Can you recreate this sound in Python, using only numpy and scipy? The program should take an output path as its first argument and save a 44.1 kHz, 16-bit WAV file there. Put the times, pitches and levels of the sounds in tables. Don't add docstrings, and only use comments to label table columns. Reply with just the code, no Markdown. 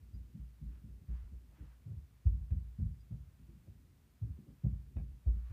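import sys
import numpy as np
from scipy import signal
from scipy.fft import rfft, irfft
from scipy.io import wavfile
from scipy.ndimage import uniform_filter1d

SR = 44100
rng = np.random.default_rng(int(sys.argv[2]) if len(sys.argv) > 2 else 0)


def rack_gain(trim_db):
    fader = np.asarray(trim_db, float)
    return 10 ** (fader / 20)


def waveform_to_disk(signal):
    frames = np.transpose(np.atleast_2d(signal))
    scaled = np.clip(frames, -1, 1) * 32767
    samples = np.round(scaled).astype(np.int16)
    wavfile.write(sys.argv[1], SR, samples)


N = 243738

# start_s, favoured_joist_hz, wall_path_db
PLACE = [(0, 195, -0.5), (.9, 205, 2), (1.3, 168, 5.5), (2.0, 149, 6), (2.3, 177, -0.5), (3.1, 158, 4.5),
         (3.5, 188, -4), (3.7, 180, 7.5), (4.2, 146, -5), (4.45, 204, 14.5), (4.7, 177, 9), (5.3, 186, 5.5)]
HEEL_S = 0.02


def level(x, db):
    return x * rack_gain(db) / np.sqrt(np.mean(x ** 2))


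def onset_level(x, db):
    return x * rack_gain(db) / np.sqrt(np.mean(x[:SR // 20] ** 2))


def colour(x, points):
    hz, db = np.transpose(points)
    bins = np.arange(len(x) // 2 + 1) * SR / len(x) + 1
    gain_db = np.interp(np.log(bins), np.log(hz), db, left=-80, right=-80)
    return irfft(rfft(x) * rack_gain(gain_db), len(x))


def add(out, sound, s):
    i = max(int(s * SR), 0)
    out[i:i + len(sound)] += sound[:len(out) - i]


def fade(t, t60):
    return np.exp(-np.log(1000) * t / t60)


def ring(t, modes, offset_db, phase, push_s, db):
    hz, mode_db, t60 = np.array(modes).T[:, :, None]
    strength = rack_gain(mode_db + offset_db[:, None])
    sound = np.sum(strength * fade(t, t60) * np.sin(2 * np.pi * hz * t + phase), axis=0)
    push = np.sin(np.pi / 2 * np.minimum(t / push_s, 1)) ** 2
    return onset_level(sound * push, db)


def walk(rate):
    k = int(SR / rate)
    steps = np.repeat(rng.standard_normal(N // k + 1), k)
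    slow = uniform_filter1d(uniform_filter1d(steps, k), k)[:N]
    return slow / slow.std()


def rumble_and_hiss():
    # pitch_hz, density_db_per_hz
    noise_shape = [(18, -24), (30, -1), (59, 2), (323, -18), (359, -20), (575, -24), (829, -24),
                   (896, -24.5), (2550, -29), (2980, -31), (6200, -34.5), (13600, -35.5), (15500, -33.5)]
    split_hz, rumble_db, hiss_db = 416, -64.5, -75
    noise = colour(rng.standard_normal(N), noise_shape)
    low = signal.sosfilt(signal.butter(2, split_hz, fs=SR, output="sos"), noise)
    rumble = level(low, rumble_db) * rack_gain(3.3 * walk(5.6))
    hiss = level(noise - low, hiss_db) * rack_gain(0.14 * walk(2.93))
    return rumble + hiss


def whines():
    # pitch_hz, waver_hz (rms), level_db (rms)
    tones = [(9000, .5, -99), (13604, 45, -94)]
    out = np.zeros(N)
    for hz, waver_hz, db in tones:
        cycles = np.cumsum(hz + waver_hz * walk(150)) / SR
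        out += level(np.sin(2 * np.pi * cycles), db)
    return out


def peeps():
    # start_s, pitch_hz (lower tone), length_s, level_db (lower tone's peak)
    notes = [(.128, 4810, .045, -78), (2.992, 4810, .04, -81)]
    out = np.zeros(N)
    for s, hz, length, db in notes:
        t = np.arange(int(length * SR)) / SR
        pair = np.sin(2 * np.pi * hz * t) + .7 * np.sin(2 * np.pi * 1.026 * hz * t)
        add(out, rack_gain(db) * np.sin(np.pi * t / length) * pair, s)
    return out


def scuffs():
    # start_s, time_scale_s (strongest at 0.39 of it, gone by twice), level_db (near the peak)
    rubs = [(0.636, 0.28, -82), (1.06, 0.25, -75.5), (1.484, 0.37, -77.5), (5.314, 0.2, -78.5),
            (5.419, 0.3, -75)]
    # pitch_hz, density_db_per_hz
    friction_shape = [(500, -4), (700, -3), (1200, 0.5), (1800, -2.5), (2600, -7), (4000, -15), (8000, -25)]
    grains = rng.standard_normal(N) * rack_gain(2.3 * rng.exponential(size=N))
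    friction = level(colour(grains, friction_shape), 0) * rack_gain(1.77 * walk(41.42))
    pressure = np.zeros(N)
    for s, time_scale_s, db in rubs:
        u = np.arange(int(2 * time_scale_s * SR)) / SR / time_scale_s
        add(pressure, rack_gain(db) * 4.27 * u * np.exp(-3.0 * u ** 1.76), s)
    return pressure * friction


def groans():
    # start_s, panel_hz, level_db (rms before the swell)
    shifts = [(0.336, 213, -62), (0.667, 323, -71), (0.824, 212, -66), (1.296, 220.5, -66),
              (1.582, 323, -64.5), (2.28, 205, -62), (3.377, 271, -68), (3.471, 356, -71), (3.66, 220, -67),
              (4.226, 280, -58), (4.367, 387, -72.5), (4.373, 222, -58.5), (4.458, 312.5, -61),
              (4.963, 340, -63), (5.301, 260, -65.5)]
    groan_s = .1
    out, u = np.zeros(N), np.arange(int(groan_s * SR)) / SR / groan_s
    for s, hz, db in shifts:
        panel = [(0.39 * hz, -24), (0.68 * hz, -8), (hz, 0), (0.87 * hz, -8), (1.7 * hz, -22)]
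        rub = level(colour(rng.standard_normal(len(u)), panel), db)
        add(out, rub * np.sin(np.pi * u ** 0.5), s)
    return out


def rattles():
    # start_s, level_db (first tap), hardness_db_per_octave (first tap), rattle_s
    jolts = [(1.52, -84, -8, .02), (2.266, -76, -2, 0), (2.506, -79.5, 3.5, .02), (3.67, -82, -19, .02),
             (4.222, -85, -3, .02), (4.472, -80, -23, .02), (4.639, -74, -10.5, .03), (4.966, -70, 2, .045),
             (5.261, -75, -8, 0)]
    # pitch_hz, relative_level_db, t60_s
    part_modes = [(560, 3, 0.072), (660, -1, 0.075), (780, 2.5, 0.031), (940, -6.5, 0.029),
                  (1090, -2, 0.042), (1303, -7.5, 0.04), (1665, -6, 0.052), (1950, -9.5, 0.037),
                  (2280, -7.5, 0.041), (2520, -5, 0.05), (2890, -13.5, 0.032), (3690, -14.5, 0.034)]
    bounce_gap_s, db_per_bounce, hardness_per_bounce = .0095, -2, -1
    out, t = np.zeros(N), np.arange(SR // 10) / SR
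    octaves = np.log2(np.array(part_modes)[:, 0] / part_modes[0][0])
    for s, db, hardness, rattle_s in jolts:
        late = 0
        for k in range(8):
            if late > rattle_s:
                break
            scatter_db = 3.1 * rng.standard_normal(len(part_modes))
            tilt_db = (hardness + k * hardness_per_bounce) * octaves
            phase = 3 * rng.standard_normal((len(part_modes), 1))
            tap = ring(t, part_modes, scatter_db + tilt_db, phase, 0.003, db + k * db_per_bounce)
            add(out, tap, s + late)
            late += bounce_gap_s * np.exp(0.248 * rng.standard_normal())
    return out


def room_boom(t, db):
    # pitch_hz, relative_level_db, t60_s
    air_modes = [(52.25, -10, 0.46), (58.9, 1.5, 0.58), (62.8, -6.5, 0.35)]
    return ring(t, air_modes, 0.77 * rng.standard_normal(len(air_modes)), 0, 0.027, db)


def board_thump(t, hz, db):
    t60 = .16
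    pair = [(hz, 0, t60), (1.2 * hz, -9, 1.3 * t60)]
    return ring(t, pair, 1.5 * rng.standard_normal(2), 0, HEEL_S, db)


def joist_ring(t, s, db):
    # pitch_hz, relative_level_db, t60_s
    joist_modes = [(105, -1, 0.73), (134.64, 5, 0.56), (156, 9, .25), (169.9, 0, 0.35), (188.8, 1.5, 0.35),
                   (211.8, 1, 0.3), (241.5, -6, 0.25), (276, -6.5, 0.23), (330.4, -8, 0.18)]
    span_db_per_octave = 10
    when, span_hz, _ = np.transpose(PLACE)
    octaves_away = np.abs(np.log2(np.array(joist_modes)[:, 0] / np.interp(s, when, span_hz)))
    scatter_db = 2.8 * rng.standard_normal(len(joist_modes))
    phase = rng.uniform(0, 2 * np.pi, (len(joist_modes), 1))
    return ring(t, joist_modes, scatter_db - span_db_per_octave * octaves_away, phase, HEEL_S, db)


def wall_knock(t, s, board_db, soft_db):
    # pitch_hz, density_db_per_hz
    knock_shape = [(250, 12), (400, -1), (600, -9), (900, -22), (1400, -24), (2500, -49)]
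    t60, rise_s = 0.23, 0.017
    when, _, path_db = np.transpose(PLACE)
    db = -49.5 + 0.57 * board_db + np.interp(s, when, path_db) + soft_db
    noise = colour(rng.standard_normal(len(t)), knock_shape)
    return onset_level(noise * fade(t, t60) * np.minimum(t / rise_s, 1) ** 2, db)


def footsteps():
    # start_s, boom_db, board_db, board_hz, joists_db
    heels = [(0.0, -53, -59.5, 94, -76), (0.13, -42, -45, 72, -60), (0.34, -72, -50.5, 121.8, -52.5),
             (0.607, -48.5, -58.5, 110.3, -51), (0.832, -62, -57.5, 123, -57.5),
             (1.008, -75, -79, 106, -64.5), (1.079, -35.5, -44.5, 73.5, -53), (1.319, -45, -51, 67.2, -67),
             (1.498, -66, -64.5, 67.7, -71.5), (1.595, -51.5, -49, 69.3, -59),
             (1.854, -64.5, -47, 113.4, -62), (1.895, -58, -45.5, 105, -54.5),
             (2.1, -66.5, -67.5, 105, -70), (2.252, -28.5, -25, 70.7, -50), (2.505, -35, -31, 73.3, -47.5),
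             (2.784, -37, -35.5, 88.9, -41), (3.102, -49, -44.5, 114, -48), (3.39, -56, -61, 81.6, -63.5),
             (3.478, -60, -57.5, 75, -60.5), (3.519, -79, -62, 143, -63.5), (3.667, -63, -56, 101.6, -67),
             (4.211, -44.5, -38.5, 109.8, -51.5), (4.37, -68, -59.5, 139, -64.5),
             (4.467, -58.5, -67.5, 114.6, -58.5), (4.634, -35.5, -34, 123, -40),
             (4.953, -37.5, -36.5, 72.7, -49), (5.258, -27.5, -31, 68.6, -52.5),
             (5.494, -58, -43.5, 76.3, -67)]
    # start_s, boom_db, board_db
    settles = [(0.385, -45, -52), (0.645, -42.5, -52), (0.88, -50, -54), (1.224, -43, -50.5),
               (1.651, -53.5, -66), (1.96, -63.5, -45), (2.03, -66, -63), (2.327, -40, -37),
               (2.397, -39.5, -43.5), (2.549, -53, -39.5), (2.641, -51.5, -58), (2.844, -37, -34.5),
               (3.189, -64, -51), (3.269, -63, -56), (4.289, -51.5, -41), (4.719, -49.5, -41),
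               (4.779, -55.5, -62), (5.019, -59, -55), (5.099, -45.5, -63), (5.349, -37, -42.5)]
    settle_hz, settle_joists_db, settle_knock_db = 70.7, -17, -9
    falls = [(*row, 0) for row in heels]
    for s, boom_db, board_db in settles:
        falls.append((s, boom_db, board_db, settle_hz, board_db + settle_joists_db, settle_knock_db))
    out, t = np.zeros(N), np.arange(int(.7 * SR)) / SR
    for s, boom_db, board_db, board_hz, joists_db, soft_db in falls:
        add(out, room_boom(t, boom_db), s)
        add(out, board_thump(t, board_hz, board_db), s)
        add(out, joist_ring(t, s, joists_db), s)
        add(out, wall_knock(t, s, board_db, soft_db), s)
    return out


def scene():
    background = rumble_and_hiss() + whines()
    details = peeps() + scuffs() + groans() + rattles()
    return (background + details + footsteps())[None]


def top_cut(x):
    return signal.sosfilt(signal.butter(12, 15620, fs=SR, output="sos"), x)


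def record(dry):
    low_cut = signal.butter(N=6, Wn=48.4, btype="highpass", fs=SR, output="sos")
    mix = signal.sosfilt(low_cut, dry)
    return top_cut(mix)


dry = scene()
out = record(dry)
waveform_to_disk(out)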